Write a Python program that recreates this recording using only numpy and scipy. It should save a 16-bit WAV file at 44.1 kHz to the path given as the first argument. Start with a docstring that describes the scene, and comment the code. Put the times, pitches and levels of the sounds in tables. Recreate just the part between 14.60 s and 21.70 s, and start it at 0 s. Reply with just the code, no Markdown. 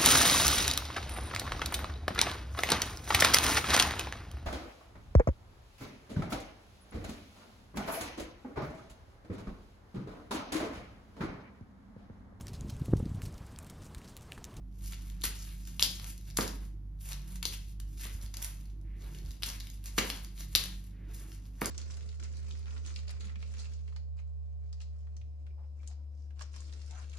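"""A house hums, drones and hisses faintly; then foil ribbons on a wand swish and crinkle, snap and slap on tiles.
Foil is dense random flips in two voices; snaps are short swelling ticks with a rattle; slaps are crinkle bursts.
The wand tip knocks: a falling sweep plus decaying modes. Sleeve brushes and low wand whooshes are band noise;
the hand bumps in low sines. Noise tails ring as a hard room; two close ports differ in phase and strength."""
import sys
import numpy as np
from scipy import signal
from scipy.fft import rfft, irfft, next_fast_len
from scipy.io import wavfile

SR = 44100
rng = np.random.default_rng(int(sys.argv[2]) if len(sys.argv) > 2 else 0)


def digitize_waveform(pressure):
    """Quantize a signal to 16-bit integers and store it at the path in sys.argv[1].

    Rows of a 2-D input are taken as channels; values are limited to [-1, 1].
    """
    field = np.atleast_2d(pressure).T
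    bounded = np.clip(field, -1, 1)
    quanta = np.round(bounded * 32767).astype(np.int16)
    wavfile.write(sys.argv[1], SR, quanta)


N = 313110
SIZE = next_fast_len(N, True)


def undb(db):
    """Decibels to amplitude."""
    return 10 ** (np.asarray(db) / 20)


def level(x, db):
    """Scale to an RMS level."""
    return x * undb(db) / np.sqrt(np.mean(x ** 2))


def on_hz(table, size):
    """Read a (freq_hz, value) table at every transform bin, linear in log frequency."""
    hz, value = np.transpose(table)
    bins_hz = np.arange(size // 2 + 1) * SR / size
    return np.interp(np.log(bins_hz + 1), np.log(hz + 1), value)


def colour(x, table):
    """Filter by a (freq_hz, gain_db) table."""
    return irfft(rfft(x, SIZE) * undb(on_hz(table, SIZE)), SIZE)[..., :N]


def ring(x, hz, width_hz):
    """One resonance, gain 1 at its centre."""
    return signal.lfilter(*signal.iirpeak(hz, hz / width_hz, fs=SR), x)


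def walk(rate_hz):
    """Random levels joined by straight lines; spread near 1."""
    knots = rng.standard_normal(int(N / SR * rate_hz) + 2)
    return 1.2 * np.interp(np.arange(N) * rate_hz / SR, np.arange(len(knots)), knots)


def pan(x, left_minus_right_db):
    """Split a level difference evenly over left and right."""
    return x * undb(np.array([left_minus_right_db / 2, -left_minus_right_db / 2]).reshape(2, -1))


# Left-right likeness of diffuse sound: freq_hz, correlation (no unit)
DIFFUSE_LIKENESS = [(100, .99), (300, .7), (700, .2), (1400, .1), (2000, .7), (2600, .35), (5500, .3),
                    (7200, .5), (7800, .98), (9000, .98), (10000, .5), (11300, .97), (12800, .97),
                    (13600, .5), (14500, .97)]


def spread(size):
    """Diffuse noise at two close ports: mid and side weighted to set the correlation."""
    mid, side = rfft(rng.standard_normal((2, size)))
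    likeness = np.clip(on_hz(DIFFUSE_LIKENESS, size), 0, 1)
    signs = np.array([[1], [-1]])
    return irfft(np.sqrt((1 + likeness) / 2) * mid + np.sqrt((1 - likeness) / 2) * side * signs, size)


# Motor tones: pitch_hz, level_db
MOTOR_TONES = [(49.0, -42), (100.0, -55)]


def motor_hum():
    """Steady sine tones whose levels waver."""
    t = np.arange(N) / SR
    hum = 0
    for (hz, db), wobble_db in zip(MOTOR_TONES, (.8, 1.8)):
        hum = hum + np.sqrt(2) * undb(db + wobble_db * walk(9)) * np.sin(2 * np.pi * hz * t)
    return hum


# Room modes: centre_hz, width_hz (of each of two passes), level_db
DRONE_MODES = [(75, 29, -64), (144.3, 7.1, -60.5), (209.9, 7.5, -71), (259.7, 12, -70), (312, 64, -68.5)]


def drone():
    """Room modes: noise rung twice through each resonance, slowly wavering."""
    noise = spread(SIZE)[:, :N]
    out = 0
    for hz, width_hz, db in DRONE_MODES:
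        mode = level(ring(ring(noise, hz, width_hz), hz, width_hz), db)
        out = out + mode * undb(2.0 * walk(3.3))
    return out


# Narrow house tone that comes and goes: time_s, level_db
WHINE_LEVELS = [(0, -55), (.15, -56.5), (.8, -58), (1.0, -57), (1.3, -52), (1.5, -61.5), (2.0, -56),
                (2.3, -68.5), (2.8, -52), (3.05, -64), (3.9, -67), (4.3, -65), (4.5, -60), (5.3, -65),
                (5.7, -60), (6.2, -55.5), (6.5, -60.5), (7.1, -62.5)]
WHINE_HZ, WHINE_DRIFT_HZ, WHINE_WOBBLE_DB = 180, 2.0, 1.5


def whine():
    """One sine with drifting pitch and uneven level."""
    pitch_hz = WHINE_HZ + WHINE_DRIFT_HZ * walk(8.9)
    tone = np.sqrt(2) * np.sin(2 * np.pi * np.cumsum(pitch_hz) / SR)
    path_db = np.interp(np.arange(N) / SR, *np.transpose(WHINE_LEVELS))
    return tone * undb(path_db + WHINE_WOBBLE_DB * walk(14))


# Hiss spectrum: freq_hz, relative_db (per Hz)
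HISS_SPECTRUM = [(25, -33.5), (45, 11.5), (70, -2), (120, -5), (200, -11), (340, -28.5), (450, -27.5),
                 (1000, -32.5), (2500, -44.5), (6000, -48), (12000, -48.5), (15000, -52.5)]
HISS_DB = -52


def hiss():
    """Wide coloured noise, strongest in the bass, with a slow waver."""
    return level(colour(spread(SIZE), HISS_SPECTRUM), HISS_DB) * undb(0.81 * walk(1.3))


def house():
    """Motor tones, room modes, narrow tone and hiss add up."""
    return motor_hum() + drone() + whine() + hiss()


# Flutters of the bunch, in a swing or settling: loudest_s, rise_s, fall_s, crinkle_db, air_swish_db
FLUTTERS = [(.23, 0.092, 0.17, -62, -73), (.32, 0.14, 1, -60.5, -70.5), (.7, 0.17, 0.24, -64, -63),
            (.87, 0.25, 0.18, -52.5, -83), (1.145, 0.32, 0.13, -59.5, -73), (1.29, .05, 0.28, -52.5, -77),
            (1.445, 0.1, 0.098, -49.5, -61.5), (1.68, 0.065, 0.044, -57, -97),
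            (1.82, 0.06, 0.15, -46.5, -47), (2.03, 0.073, 0.075, -59, -66),
            (2.509, 0.088, 0.14, -49.5, -58.5), (2.719, 0.23, 0.079, -58, -66),
            (2.93, 0.074, 0.077, -47.5, -83), (3.1, 0.24, 0.061, -65.5, -95),
            (3.46, 0.14, 0.13, -48.5, -71), (3.63, 0.15, 0.092, -56.5, -64.5),
            (3.79, 0.076, 0.28, -58.5, -59.5), (4.04, 0.07, 0.084, -58, -87.5),
            (4.45, 0.08, 0.27, -57, -64.5), (4.67, 0.09, 0.18, -58.5, -69.5),
            (4.882, 0.056, 0.099, -41, -53.5), (5.06, 0.22, 0.16, -57, -84),
            (5.27, 0.048, 0.15, -54.5, -67), (5.372, 0.0069, 0.025, -47.5, -62),
            (5.42, 0.066, 0.24, -44, -49), (5.57, .07, 0.11, -52.5, -61), (5.799, 0.054, 0.11, -51.5, -65),
            (6.01, 0.099, 0.13, -45, -54.5), (6.245, .06, 0.14, -66, -81), (6.502, 0.041, 0.11, -73, -64.5),
            (6.63, 0.13, 0.22, -60, -66.5), (6.86, 0.046, 0.044, -69, -73.5),
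            (6.95, 0.036, .04, -67.5, -89), (7.07, 0.084, 0.052, -51.5, -45.5)]
EDGE_DB, AIR_EDGE_DB, EDGE_POWER = 17.5, 25.5, 1.34  # drop one rise or fall from the top; its shape


def flutter():
    """Gains of crinkle and air: each flutter swells to its top and settles; powers add."""
    t, power = np.arange(0, N + 64, 64) / SR, 0
    for s, rise_s, fall_s, crinkle_db, air_db in FLUTTERS:
        away = np.where(t < s, (s - t) / rise_s, (t - s) / fall_s) ** EDGE_POWER
        power = power + undb([crinkle_db - EDGE_DB * away, air_db - AIR_EDGE_DB * away]) ** 2
    return [np.interp(np.arange(N) / SR, t, gain) for gain in np.sqrt(power)]


# Lower and upper foil voices: freq_hz, relative_db (per Hz)
FOIL_LOW_SPECTRUM = [(300, -24), (1200, -11.5), (2500, -5), (4500, -6), (7000, -0.5), (8000, -3.5),
                     (9000, -40.5)]
FOIL_HIGH_SPECTRUM = [(7000, -42.5), (8000, -8), (9500, 1.5), (12500, -6), (14300, -1.5), (15700, -23),
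                      (16500, -28)]


def creases(rate_hz, scatter_db):
    """Dense small flips of uneven size, coloured as lower and upper foil voice."""
    size_db = np.minimum(scatter_db * rng.exponential(size=N), 9)
    flips = (rng.random(N) < rate_hz / SR) * rng.standard_normal(N) * undb(size_db)
    voices = np.array([colour(flips, FOIL_LOW_SPECTRUM), colour(flips, FOIL_HIGH_SPECTRUM)])
    return voices / np.std(voices.sum(axis=0))


# Bands of the crinkle that rise and fall independently: centre_hz, width_hz
CRINKLE_BANDS = [(1700, 900), (2700, 170), (4000, 750), (5700, 2700), (11000, 14000)]
BAND_SWING_DB = 3.5


def foil(crinkle, swish):
    """Small creases flip in clusters of shifting colour; air hisses past the strips."""
    clusters_db = 2.2 * walk(25) + 2.4 * walk(90)
    flips = creases(7000, 3.3).sum(axis=0)
    shifts = 0
    for hz, width_hz in CRINKLE_BANDS:
        shifts = shifts + (undb(BAND_SWING_DB * walk(22)) - 1) * ring(flips, hz, width_hz)
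    flips = level(flips + shifts, 0)
    air = level(ring(rng.standard_normal(N), 860, 1300), 0)
    return flips * crinkle * undb(clusters_db) + air * swish


SMALL_PER_S, SMALL_HZ, SMALL_PAN_DB = 30, 4600, 3
SMALL_OVER_DB, SMALL_SCATTER_DB = -1, 2  # relative to the crinkle gain of the moment


def small_cracks(crinkle):
    """Chance snaps as strong as the foil is busy: time_s, level_db, centre_hz, left_minus_right_db."""
    count = int(SMALL_PER_S * N / SR)
    s = .01 + rng.random(count) * (N / SR - .02)
    size, pitch, side = rng.standard_normal((count, 3)).T
    busy_db = 20 * np.log10(crinkle[(s * SR).astype(int)] + 1e-9)
    db = busy_db + SMALL_OVER_DB + SMALL_SCATTER_DB * size
    return list(zip(s, db, SMALL_HZ * np.exp(.2 * pitch), SMALL_PAN_DB * side))


LEAD, SPAN = 40, 800  # samples before the envelope peak, and in all


def tick(hz, cycles, turn):
    """A crease flips: a sine swells over some cycles and dies; envelope peak 1 at LEAD."""
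    t = np.maximum((np.arange(SPAN) - LEAD) * hz / (SR * cycles) + 1, 0)
    return np.e * t * np.exp(-t) * np.sin(2 * np.pi * (t * cycles + turn))


# Single snaps, loud and faint: time_s, level_db, centre_hz, left_minus_right_db (core only)
SINGLE_SNAPS = [(.2604, -37, 5540, -3), (.334, -39.5, 3050, -1), (.343, -45, 4500, -2),
                (.411, -56, 4440, -6), (.5, -45, 5260, 3), (.6125, -42, 5330, -9), (.619, -36, 5070, 1),
                (.6395, -21, 4970, -1), (.664, -35, 3930, -5), (.791, -48, 5500, 1), (.823, -44, 5000, 0),
                (.851, -47, 5000, 0), (1.0531, -48, 5500, -4), (1.196, -19.5, 3520, -1.5),
                (1.2, -43, 4590, 1), (1.2228, -24, 3060, -7), (1.2259, -4.5, 4980, -1.5),
                (1.2313, -42, 4020, -2), (1.2352, -18, 6500, -11), (1.2382, -37, 5670, 11),
                (1.2646, -40, 5300, -2), (1.398, -35.5, 3870, 0), (1.444, -35, 4330, 5),
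                (1.5028, -47, 3360, -2), (1.5787, -44, 5800, -3), (1.6118, -51.5, 5000, 1),
                (1.7021, -44, 5000, -4), (1.7094, -49, 4100, 10), (1.7698, -28, 5100, -12),
                (1.7723, -11, 8100, 6), (1.7872, -25.5, 2220, -2), (1.8096, -19, 4700, -4),
                (1.8276, -27, 7000, 0), (1.8786, -29, 5970, -4), (2.4128, -50.5, 9000, -4),
                (2.4968, -48, 5630, -3), (2.5217, -30.5, 3370, 4), (2.5313, -32.5, 5160, -5),
                (2.6185, -54, 5470, -3), (2.68, -52, 5500, -8), (2.8285, -24, 4000, 4),
                (2.8541, -16.5, 4880, 1.5), (2.8556, -26, 4960, 1), (2.860, -42, 4500, 8),
                (2.8672, -40, 6540, 10), (2.9251, -32.5, 3760, 3), (2.933, -35, 5000, -2.5),
                (2.939, -36, 3000, -2), (3.201, -42, 5040, 8), (3.4525, -32.5, 4130, 1),
                (3.396, -45, 3550, 1), (3.6142, -47, 4970, -2), (3.63, -56, 6100, 6),
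                (3.6512, -56, 5000, -6), (3.6621, -45.5, 4530, -14), (3.741, -34.5, 6750, 4),
                (3.7445, -40, 5530, 0), (3.7699, -26.5, 6500, 5), (3.8263, -25, 8000, -9),
                (3.8461, -22, 7020, -8), (4.2135, -64.5, 7000, -1), (4.5484, -44.5, 3460, -0.5),
                (4.587, -48.5, 4940, 0), (4.651, -55, 5000, -7), (4.661, -49, 4500, 3),
                (4.708, -44, 3430, 5), (4.716, -47, 5800, -11), (4.8232, -30, 3360, -3),
                (4.827, -38, 4000, 0), (4.8335, -20.5, 4050, 5), (4.8393, -27, 6130, -13),
                (4.8875, -27, 7000, -4), (4.89, -30.5, 5000, 0), (4.901, -28, 4470, 0),
                (5.0016, -38, 6000, 0), (5.0057, -35, 4180, -6), (5.071, -40, 4000, -1),
                (5.101, -40, 4430, -3), (5.2412, -42.5, 6900, -4), (5.2585, -33.5, 6900, -7),
                (5.324, -54, 5000, 3), (5.3788, -26, 6290, 0), (5.3815, -29, 2210, 11),
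                (5.385, -12.5, 4170, 2), (5.3887, -16, 2500, -9), (5.5015, -20.5, 4100, -3),
                (5.6474, -35.5, 5800, -1), (5.778, -42.5, 3600, -2), (5.8073, -35, 4320, -6),
                (5.9261, -57.5, 5800, 11), (5.9518, -6, 4260, 6), (5.9565, -20, 4600, 0.5),
                (5.9578, -15, 4570, -1), (5.9592, -16, 4270, 0.5), (5.9651, -29, 4800, 5),
                (6.0391, -22, 6430, 3), (6.058, -28.5, 3880, 0), (6.2737, -64.5, 4380, 0.5),
                (6.7186, -48, 3540, -4.5), (6.855, -57.5, 3680, 3.5), (7.0171, -29, 2180, -7),
                (7.0464, -33, 4500, 7), (7.0585, -16, 6940, -3.5)]
# base values hold for a -30 dB snap (dull edge: also 4 kHz); slopes are per dB of snap level
SNAP_CYCLES, SNAP_CYCLES_PER_DB = .42, .008  # envelope swell, never under 0.2 cycles
DULL_DB, DULL_DB_PER_OCTAVE, DULL_DB_PER_DB = -14.5, -9.5, -0.0421
BRIGHT_DB, BRIGHT_DB_PER_DB = -6.5, -0.2623
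# neighbouring creases: some give way just before the main one, more follow
RATTLE_DB, RATTLE_DB_PER_DB, RATTLE_Q = -6, -0.2934, 1.2
RATTLE_RISE_S, RATTLE_S = 0.0003, 0.0013
CORE_CUT_HZ = 900  # the core carries no bass below this


def snaps(rows):
    """Each crease: a ringing, rattling core with a duller and a brighter edge."""
    out = np.zeros((2, N + SPAN))
    after_s = (np.arange(SPAN) - LEAD) / SR
    fade = np.exp(np.where(after_s > 0, -after_s / RATTLE_S, after_s / RATTLE_RISE_S))
    core_cut = signal.butter(2, CORE_CUT_HZ, "high", fs=SR)
    turns = rng.random((len(rows), 4))
    grits = rng.standard_normal((len(rows), SPAN))
    for (s, db, hz, pan_db), turn, grit in zip(rows, turns, grits):
        over_db = db + 30
        dull_db = DULL_DB + DULL_DB_PER_OCTAVE * np.log2(hz / 4000) + DULL_DB_PER_DB * over_db
        bright_db = BRIGHT_DB + BRIGHT_DB_PER_DB * over_db
        cycles = max(SNAP_CYCLES + SNAP_CYCLES_PER_DB * over_db, .2)
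        strip_ring = undb(-22) * tick(0.69 * hz, 2.2, turn[3])
        rattle = fade * level(ring(grit, hz, hz / RATTLE_Q), RATTLE_DB + RATTLE_DB_PER_DB * over_db)
        core = signal.lfilter(*core_cut, tick(hz, cycles, turn[0]) + strip_ring + rattle)
        dull = undb(dull_db) * tick(1000, 0.17, turn[1])
        bright = undb(bright_db) * tick(11000, 1.4, turn[2])
        i = int(s * SR) - LEAD
        out[:, i:i + SPAN] += undb(db) * (pan(core, pan_db) + dull + bright)
    return out[:, :N]


# The bunch lands or whips round: time_s, level_db, t60_s, treble_db, body_db (last two relative)
SLAPS = [(0.32, -41.5, .075, -3, 4), (.635, -27, 0.11, 2.5, 2), (1.07, -40.5, .071, -1, -2),
         (1.194, -34, 0.14, 0.5, -2.5), (1.229, -36, .12, 8.5, -3.5), (1.768, -37, .34, 2, 1.5),
         (2.413, -65, 0.48, 8.5, -2), (2.513, -38, 0.044, -1.5, 2), (2.755, -39, 0.045, -3, -6),
         (2.826, -30, 0.028, -2, 7), (2.855, -44.5, 0.12, 10, -8), (3.198, -42.5, 0.023, 1.5, -12.5),
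         (3.738, -37.5, .027, -10, 7.5), (3.816, -44, 0.35, 4, 0), (4.824, -50, .051, -3, 0),
         (5.241, -56, .11, 3, -4.5), (5.379, -18.5, 0.061, -6.5, 2.5), (5.778, -66, 0.06, -2.5, 1.5),
         (5.953, -15, 0.034, 2.5, -2), (6.852, -65.5, .034, -2.5, -6.5), (7.01, -40, 0.097, 5, -2),
         (7.057, -54, 0.059, 18, 0)]
SLAP_ATTACK_S = 0.005
SLAP_BODY_HZ, SLAP_BODY_WIDTH_HZ = 1123, 850


def slaps():
    """Many strips crumple at once, then settle; a low-mid resonance gives body."""
    gains = np.zeros((3, N + SR // 2))  # low, treble, body
    t = np.arange(SR // 2) / SR
    attack = np.minimum(t / SLAP_ATTACK_S, 1)
    for s, db, t60_s, treble_db, body_db in SLAPS:
        i = int(s * SR)
        decay = undb(db - 60 * t / t60_s)
        gains[:, i:i + len(t)] += decay * undb([[0], [treble_db], [body_db]]) * attack
    low, high = creases(8000, 2.5) * undb(2.2 * walk(200))
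    body = ring(low * gains[2, :N], SLAP_BODY_HZ, SLAP_BODY_WIDTH_HZ)
    return low * gains[0, :N] + high * gains[1, :N] + body


# Wand tip on the tiles: time_s, level_db
KNOCKS = [(0.639, -39.5), (1.2253, -44.5), (1.7868, -20.5), (2.854, -43), (3.455, -44.5), (5.381, -22.5),
          (5.952, -38), (7.0174, -23.5)]
# Modes of wand and floor: pitch_hz
KNOCK_PITCHES = [95, 215, 263, 325, 402, 520, 628, 905, 1276]
# The same modes: relative_db, t60_s
KNOCK_DECAYS = [(-9, 0.14), (7.5, 0.097), (8.5, 0.048), (-5, 0.031), (-5, 0.073), (-5, 0.14), (-6, 0.0076),
                (-3.5, 0.051), (-8, 0.1)]
KNOCK_SWELL_S = 0.0033  # the ring builds up after the blow


def knocks():
    """The blow runs down the wand as a bending wave, highs first; wand and floor ring briefly."""
    t = np.arange(SR // 4) / SR
    sweep_hz = 200 + 2200 * np.exp(-t / 0.001235)
    bend = np.sin(2 * np.pi * np.cumsum(sweep_hz) / SR) * np.exp(-t / 0.0087)
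    body = 0
    for hz, (db, t60_s) in zip(KNOCK_PITCHES, KNOCK_DECAYS):
        body = body + undb(db - 60 * t / t60_s) * np.sin(2 * np.pi * hz * t)
    body = undb(-9.5) * body * np.minimum(t / KNOCK_SWELL_S, 1)
    blows = np.zeros(N)
    for s, db in KNOCKS:
        blows[int(s * SR)] = undb(db)
    return signal.fftconvolve(blows, bend + body)[:N]


# Bumps of the hand that holds the phone: time_s, pitch_hz, level_db
HAND_BUMPS = [(0.661, 75, -38), (2.875, 68.4, -35), (3.55, 71, -32.5), (3.639, 60, -33), (4.641, 75, -34),
              (4.682, 71, -35), (5.958, 68, -36)]


def bumps():
    """Low sines that die within a few cycles."""
    out, t = np.zeros(N), np.arange(SR // 5) / SR
    for s, hz, db in HAND_BUMPS:
        i = int(s * SR)
        out[i:i + len(t)] += undb(db) * np.sin(2 * np.pi * hz * t) * np.exp(-t / 0.016)
    return out


# Soft brushes of sleeve and low whooshes of the wand:
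# start_s, end_s, centre_hz, width_hz (of each of two passes), level_db
BRUSHES_AND_WHOOSHES = [(1.66, 1.765, 700, 400, -73), (4.24, 4.618, 2036, 1010, -70),
                        (3.274, 3.4, 9000, 7000, -69.5), (4.34, 4.712, 314, 195.4, -62.5),
                        (6.313, 6.736, 1834, 1480, -70), (6.326, 6.762, 311, 198, -63)]


def brushes_and_whooshes():
    """Band noise that swells and fades unevenly."""
    out, t = np.zeros(N), np.arange(N) / SR
    for start_s, end_s, hz, width_hz, db in BRUSHES_AND_WHOOSHES:
        swell = np.sin(np.pi * np.clip((t - start_s) / (end_s - start_s), 0, 1)) ** 0.4
        band_noise = ring(ring(rng.standard_normal(N), hz, width_hz), hz, width_hz)
        out += swell * level(band_noise, db) * undb(0.74 * walk(40))
    return out


# Decay of the hard room: freq_hz, t60_s
ROOM_DECAY = [(200, 0.62), (500, 0.44), (1400, 0.4), (3700, 0.39), (9700, 0.24), (15000, 0.15)]
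ROOM_DB = -3.5  # tail energy per channel, relative to the direct sound's unit impulse


def room(x):
    """Hard walls and tiles return a dense noise tail; the treble dies first."""
    size = SR // 2
    t, tail = np.arange(size) / SR, 0
    noise, hz = rfft(spread(size)), np.transpose(ROOM_DECAY)[0]
    for k, (_, t60_s) in enumerate(ROOM_DECAY):
        share = on_hz(np.transpose([hz, np.arange(len(hz)) == k]), size)  # overlapping bands
        tail = tail + irfft(noise * share, size) * undb(-60 * t / t60_s)
    tail *= np.clip(t / 0.0011, 0, 1)  # onset ramp, s
    tail *= undb(ROOM_DB) / np.sqrt(np.sum(tail ** 2) / 2)
    return signal.fftconvolve(x.mean(axis=0, keepdims=True), tail, axes=1)[:, :N]


def scene():
    """Two groups of toy sounds, each with its own room tail, over house and hand."""
    crinkle, swish = flutter()
    rows = SINGLE_SNAPS + small_cracks(crinkle)
    # snaps alternate between two room tails, so the ringing colour varies
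    foil_part = foil(crinkle, swish) + slaps() + snaps(rows[::2])
    knock_part = knocks() + snaps(rows[1::2])
    toy = sum(part + room(part) for part in (foil_part, knock_part))
    return toy + house() + bumps() + brushes_and_whooshes()


# Phase between the ports: freq_hz, left_lead_rad
PORT_PHASE = [(300, 0), (700, 1.4), (1800, .1), (3000, .6), (5000, 0), (7700, -2.8), (8400, -3.14),
              (9300, -3.6), (11200, -6.1), (12900, -6.4), (14200, -9.1), (16000, -9.45)]
# Strength between the ports: freq_hz, left_minus_right_db
PORT_BALANCE = [(60, -1.5), (150, -2), (400, -5.5), (800, 6), (1400, -1.5), (1900, 0.5), (4200, 6.5),
                (7500, 0)]
BASS_CUT_HZ, TOP_HZ = 32, 16600


def record(dry):
    """Two ports hear each pitch at a different phase and strength; deepest bass and top are cut."""
    half = np.array([[.5], [-.5]])
    gain = undb(half * on_hz(PORT_BALANCE, SIZE))
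    phase = np.exp(1j * half * on_hz(PORT_PHASE, SIZE))
    heard = irfft(rfft(dry, SIZE) * gain * phase, SIZE)[:, :N]
    heard = signal.sosfilt(signal.butter(2, BASS_CUT_HZ, "high", fs=SR, output="sos"), heard)
    return signal.sosfilt(signal.ellip(8, .2, 70, TOP_HZ, fs=SR, output="sos"), heard)


dry = scene()
out = record(dry)
digitize_waveform(out)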